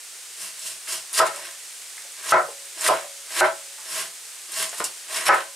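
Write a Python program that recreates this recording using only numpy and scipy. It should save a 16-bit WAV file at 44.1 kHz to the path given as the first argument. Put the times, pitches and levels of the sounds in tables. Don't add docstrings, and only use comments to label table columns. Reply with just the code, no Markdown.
import sys
import numpy as np
from scipy import signal
from scipy.io import wavfile
from scipy.ndimage import uniform_filter1d, minimum_filter1d

SR = 44100
rng = np.random.default_rng(int(sys.argv[2]) if len(sys.argv) > 2 else 0)


def level_to_linear(level):
    exponent = np.asarray(level, float) / 20
    return 10 ** exponent


def to_wav(sig):
    pcm = np.clip(np.atleast_2d(sig), -1, 1) * 32767
    pcm = np.round(pcm).astype(np.int16)
    wavfile.write(sys.argv[1], SR, pcm.T)


N = 244754

# time in s, force over the limiter ceiling in dB,
# hardness as a factor on pitch, level of the humming ware in dB.
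BLOWS = [
    (1.2, 6, 0.86, -33),
    (2.3224, 12.5, 0.95, -30),
    (2.889, 6, 0.73, -33.5),
    (3.4097, 11, 1.014, -35),
    (5.2901, 11.5, 1.09, -36),
]
# frequency in # Hz, side relative to mid in dB.
SPREAD = [(60, -19), (120, -22), (240, -18), (480, -13), (950, -6), (1890, -9), (3770, -7), (7520, -8),
          (15000, -20.5)]
CEILING_DB = -6.5
USUAL_DB = -32
BLADE_DB = -1


def evened(x):
    return x / np.sqrt(np.mean(x ** 2) + 1e-20)


def read(points, hz):
    f, value = np.transpose(points)
    return np.interp(np.log(hz + 1), np.log(f + 1), value)


def add(mix, s, sound):
    part = mix[round(s * SR):][:len(sound)]
    part += sound[:len(part)]


def colour(x, points):
    gain_db = read(points, abs(np.fft.fftfreq(4096, 1 / SR)))
    log_gain = np.log(level_to_linear(np.maximum(gain_db, -100)))
    taps = np.fft.ifft(np.exp(np.conj(signal.hilbert(log_gain)))).real[:2048]
    return signal.oaconvolve(x, taps)[:len(x)]


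def resonate(x, hz, width):
    return signal.lfilter(*signal.iirpeak(hz, hz / width, SR), x)


def rings(modes):
    t = np.arange(SR) / SR
    return sum(level_to_linear(db - 60 * t / t60) * np.sin(2 * np.pi * hz * t) for hz, db, t60 in modes)


def cracks(per_s, spread_db):
    size = level_to_linear(spread_db * np.minimum(rng.exponential(1, N), 5))
    size = size * rng.choice([-1., 1.], N)
    return evened(size * (rng.random(N) < per_s / SR))


def lumps(ms, depth_db):
    slow = uniform_filter1d(rng.standard_normal(N), int(ms * SR / 1000))
    return level_to_linear(depth_db * evened(uniform_filter1d(slow, 60)))


def tail():
    # frequency in Hz, reverberation time t60 in s.
    decay = [(150, 0.21), (400, 0.28), (1000, 0.26), (2800, 0.2), (8000, 0.12)]
    taps = np.zeros(SR // 2)
    at = np.arange(60, len(taps) - 20, 20)
    taps[at + rng.integers(0, 20, len(at))] = rng.choice([-1., 1.], len(at))
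    hz, t, z = signal.stft(taps, SR, nperseg=256)
    fading = z * level_to_linear(-60 * t / read(decay, hz)[:, None])
    out = signal.istft(fading, SR, nperseg=256)[1]
    return out / np.linalg.norm(out)


def kitchen(x, wet_db, side_db):
    mid = x + level_to_linear(wet_db) * signal.oaconvolve(x, tail())[:N]
    side = level_to_linear(side_db) * colour(signal.oaconvolve(x, tail())[:N], SPREAD)
    return np.array([level_to_linear(-0.5) * (mid + side), mid - side])


def pans():
    # frequency in Hz, density in dB per Hz.
    spectrum = [(40, -44), (100, -24), (160, -25), (270, -25.5), (380, -11), (600, -11), (1000, -9.5),
                (1900, -3.5), (3500, -3.5), (6000, -1.5), (8700, 2), (11000, -5.5), (13500, -13),
                (16000, -21.5)]
    # time in s, sizzle level in dB.
    heating = [(0.0, -40.5), (0.46, -39.5), (4.48, -39.5), (4.71, -38.5), (4.88, -38.5), (5.18, -40.5),
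               (5.55, -41)]
    s, db = np.transpose(heating)
    heat = level_to_linear(np.interp(np.arange(N) / SR, s, db - db.mean()))

    def boiling():
        hiss = rng.standard_normal(N) * lumps(11.5, 0.27)
        return colour(hiss + 0.29 * cracks(700, 3.8), spectrum)

    mid = boiling()
    side = level_to_linear(-0.5) * colour(boiling(), SPREAD)
    return level_to_linear(-39.5) * heat * np.array([level_to_linear(-0.5) * (mid + side), mid - side]) / mid.std()


def stroke_gains():
    # time of the peak in s, rise in s, fall in s,
    # crackle in dB, fleshy crunch relative to crackle in dB.
    strokes = [(.422, 0.062, 0.12, -35, -11.5), (.674, 0.11, 0.092, -33.5, -14.5),
               (.89, 0.019, 0.037, -38, -10), (0.924, 0.067, 0.1, -29.5, -10), (1.148, .018, .03, -32, -23),
               (1.45, 0.044, 0.093, -61.5, 13.5), (1.266, 0.024, 0.024, -33, 1.5),
               (1.357, 0.12, 0.15, -44, 1.5), (2.19, 0.026, 0.056, -48.5, 3), (2.93, 0.061, 0.13, -39, 3.5),
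               (3.45, .04, 0.052, -42, 10.5), (3.987, 0.16, .1, -30, -6), (4.612, .12, 0.092, -26.5, -8),
               (4.745, 0.053, 0.039, -41, -7), (4.79, .03, 0.046, -34, -7),
               (4.843, 0.0054, 0.043, -27, -19), (5.167, 0.11, 0.058, -31, -3),
               (5.225, 0.052, 0.13, -35, -2.5), (5.358, 0.053, 0.13, -41, 3)]
    t, gains = np.arange(N) / SR, np.zeros((3, N))
    for s, rise, fall, db, crunch_db in strokes:
        swell = -21 * (abs(t - s) / np.where(t < s, rise, fall)) ** 1.6
        ring_db = -18 + 0.23 * crunch_db - 0.93 * (db - USUAL_DB)
        shares_db = [swell, crunch_db + swell, ring_db + BLADE_DB + swell]
        gains += level_to_linear(db + np.maximum(shares_db, -200))
    return gains


def cut_gains():
    # length in s, level at entry in dB, level at the board in dB,
    # crunch relative to crackle in dB, blade ring relative to crackle in dB.
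    cuts = [
        (0.089, -48, -16, -6, -21),
        (0.1, -43.5, -25.5, -4, -19),
        (0.14, -49, -18, -3.5, -36),
        (0.14, -50, -21, -2.5, -11),
        (0.0365, -31, -29, 4.5, 4.5),
    ]
    bite_s, parting_s = 0.007, 0.00089
    t, gains = np.arange(N) / SR, np.zeros((3, N))
    for (length, entry_db, board_db, crunch_db, ring_db), (s, *_) in zip(cuts, BLOWS):
        depth = (t - s + length) / length
        on = np.clip(depth * length / bite_s, 0, 1) * (t < s - parting_s)
        level = level_to_linear(entry_db + (board_db - entry_db) * np.clip(depth, 0, 1))
        gains += on * level * level_to_linear(np.array([[0], [crunch_db], [ring_db + BLADE_DB]]))
    return gains


def drag_gain():
    # time of the peak in s, half length in s, ring in dB.
    drags = [
        (2.813, 0.032, -40),
        (3.908, 0.051, -45),
        (3.99, 0.037, -53),
        (4.805, .02, -55),
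        (5.17, 0.028, -43),
    ]
    t = np.arange(N) / SR
    return sum(level_to_linear(db) * np.exp(-((t - s) / half) ** 2) for s, half, db in drags)


def board_push(crackle_gain):
    keep = np.exp(-1 / (0.0083 * SR))
    effort = (crackle_gain / level_to_linear(USUAL_DB)) ** 0.79
    force = level_to_linear(-65.5) * signal.lfilter([1 - keep], [1, -keep], effort)
    board = evened(resonate(resonate(rng.standard_normal(N), 177, 22), 116, 64))
    counter = evened(resonate(resonate(rng.standard_normal(N), 90, 50), 85, 70))
    return force * (board + level_to_linear(-13) * counter)


def slicing():
    # frequency in Hz, density in dB per Hz.
    leaf_spectrum = [(1180, -67), (2000, -71), (2670, -0.5), (3610, -4), (4690, 0.5), (5630, 4), (6040, 1),
                     (9170, 7.5), (15100, -11), (16000, -40)]
    rib_spectrum = [(150, -61), (250, -22.5), (391, -7), (758, -7), (1070, 5.5), (1170, 0.5), (1840, 6.5),
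                    (3200, -0.5), (4160, 1), (7040, -120)]
    # frequency in Hz, width in Hz, level in dB.
    blade = [(5540, 110, 0), (7750, 150, -8), (9460, 160, -3), (11100, 200, -12)]
    gains = stroke_gains() + cut_gains()
    gains[2] += drag_gain()
    lump = lumps(5, 1.7)
    leaves = cracks(14000, 2.5) * lump
    steel = evened(sum(level_to_linear(db) * evened(resonate(leaves, hz, width)) for hz, width, db in blade))
    veins = resonate(cracks(4000, 2.6) * lumps(12, 3), 3100, 3600)
    crackle = evened(colour(leaves + level_to_linear(-4) * evened(veins), leaf_spectrum))
    crunch = evened(colour(cracks(3000, 2.6) * lump, rib_spectrum))
    crunch = crunch + level_to_linear(14.5) * resonate(crunch, 648, 43) + level_to_linear(8.5) * resonate(crunch, 351, 41)
    cabbage = (gains * [crackle, crunch, steel]).sum(0)
    return kitchen(cabbage + board_push(gains[0]), -2.5, -0.92)


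def snaps():
    # time in s, peak in dB, centre in Hz, ring t60 in s.
    events = [(0.594, -22, 8360, 0.0074), (1.1308, -16.5, 9600, 0.012), (1.267, -19, 8100, 0.012),
              (1.3611, -18, 8500, 0.0096), (2.1214, -28, 8700, 0.012), (2.293, -12.5, 5000, 0.0089),
              (2.655, -25, 8740, 0.0088), (2.81, -13.5, 7910, 0.013), (3.1894, -44, 8540, 0.012),
              (3.69, -35, 9000, 0.01), (4.5201, -19, 9190, 0.014), (4.693, -19.5, 7510, 0.011),
              (4.7815, -21, 8950, 0.012), (4.7984, -19, 8260, 0.012), (4.8421, -8, 8000, 0.0034),
              (5.0836, -29, 8610, 0.009), (5.144, -19, 5250, 0.0097), (5.3454, -21, 8250, 0.012)]
    mix, t = np.zeros(N), np.arange(3000) / SR
    for s, db, hz, t60 in events:
        noise = rng.standard_normal(len(t))
        burst = resonate(noise * level_to_linear(-60 * t / t60) + 4 * (t == 0), hz, 0.22 * hz)
        burst = resonate(burst, hz, 0.67 * hz)
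        add(mix, s, level_to_linear(db) * burst / abs(burst).max())
    return kitchen(mix, -1.5, -1.5)


def tapping():
    # time in s, peak in dB, centre in Hz, width in Hz.
    knocks = [(.873, -30, 1850, 900), (1.375, -33.5, 660, 252), (1.979, -30.5, 1720, 506),
              (2.05, -41.5, 620, 300), (2.19, -41, 1620, 500), (2.485, -31, 584, 202),
              (2.765, -45.5, 336, 60), (4.489, -53, 330, 59.7), (2.776, -35, 980, 700),
              (3.044, -34, 627, 199), (3.785, -36.5, 1050, 600), (4.729, -28, 1000, 1100),
              (4.8025, -14.5, 730, 790)]
    mix, t = np.zeros(N), np.arange(4000) / SR
    for s, db, hz, width in knocks:
        tap = (t == 0) + rng.standard_normal(len(t)) * level_to_linear(-14 - 60 * t / 0.056)
        tap = resonate(resonate(tap, hz, width), hz, 2 * width)
        add(mix, s, level_to_linear(db) * tap / abs(tap).max())
    return kitchen(mix, -4, -2.5)


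def chopping():
    # frequency in Hz, level in dB.
    board_modes = [(376, -9), (440, -9), (655, 0), (745, -12), (857, -8), (1010, -8), (1058, -4),
                   (1335, -5), (1424, -9), (1568, -6), (1780, -14), (2080, -14), (2195, -14)]
    # frequency in Hz, density in dB per Hz.
    contact = [(40, -50), (160, -23), (250, -36.5), (330, -12), (650, -1.5), (1000, -1), (1500, 3.5),
               (1900, -1.5), (2400, -11), (3200, -23), (5000, -25), (9000, -31), (15000, -53)]
    # frequency in Hz, level in dB, t60 in s.
    bowl = [(560, 0, .75), (566, -9, .5), (160, -14, .4)]
    heard, ware = np.zeros((2, N)), np.zeros(N)
    click, t = np.eye(1, SR)[0], np.arange(SR) / SR
    hum = rings(bowl) * np.minimum(t / 0.07, 1)
    board = click + level_to_linear(-38) * rings([(hz, db, 0.07) for hz, db in board_modes])
    for s, db, hard, ware_db in BLOWS:
        rattle = rng.standard_normal(SR) * level_to_linear(-21.5 - 60 * t / 0.18)
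        reach = [(hz * hard ** (hz > 1200), level) for hz, level in contact]
        shaped = colour(signal.oaconvolve(click + rattle, board)[:SR], reach)
        mix = np.zeros(N)
        add(mix, s, level_to_linear(CEILING_DB + db) * shaped / abs(shaped).max())
        heard += kitchen(mix, -8.5, -5.0)
        add(ware, s, level_to_linear(ware_db) * hum)
    return heard + ware


def scene():
    return pans() + slicing() + snaps() + tapping() + chopping()


def top_cut(x):
    return signal.sosfilt(signal.butter(12, 16660, fs=SR, output="sos"), x)


def record(dry):
    look_ahead, release_db_s = 100, 617
    peak = -minimum_filter1d(-abs(dry).max(0), size=2 * look_ahead + 1)
    fall = np.arange(N) * release_db_s / SR
    envelope_db = np.maximum.accumulate(20 * np.log10(peak + 1e-9) + fall) - fall
    over_db = np.maximum(envelope_db - CEILING_DB, 0)
    held = dry / level_to_linear(0.84 * uniform_filter1d(over_db, size=40))
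    edge = signal.firwin(255, 15750, fs=SR)
    return top_cut(signal.oaconvolve(held, edge[None], "same"))


dry = scene()
out = record(dry)
to_wav(out)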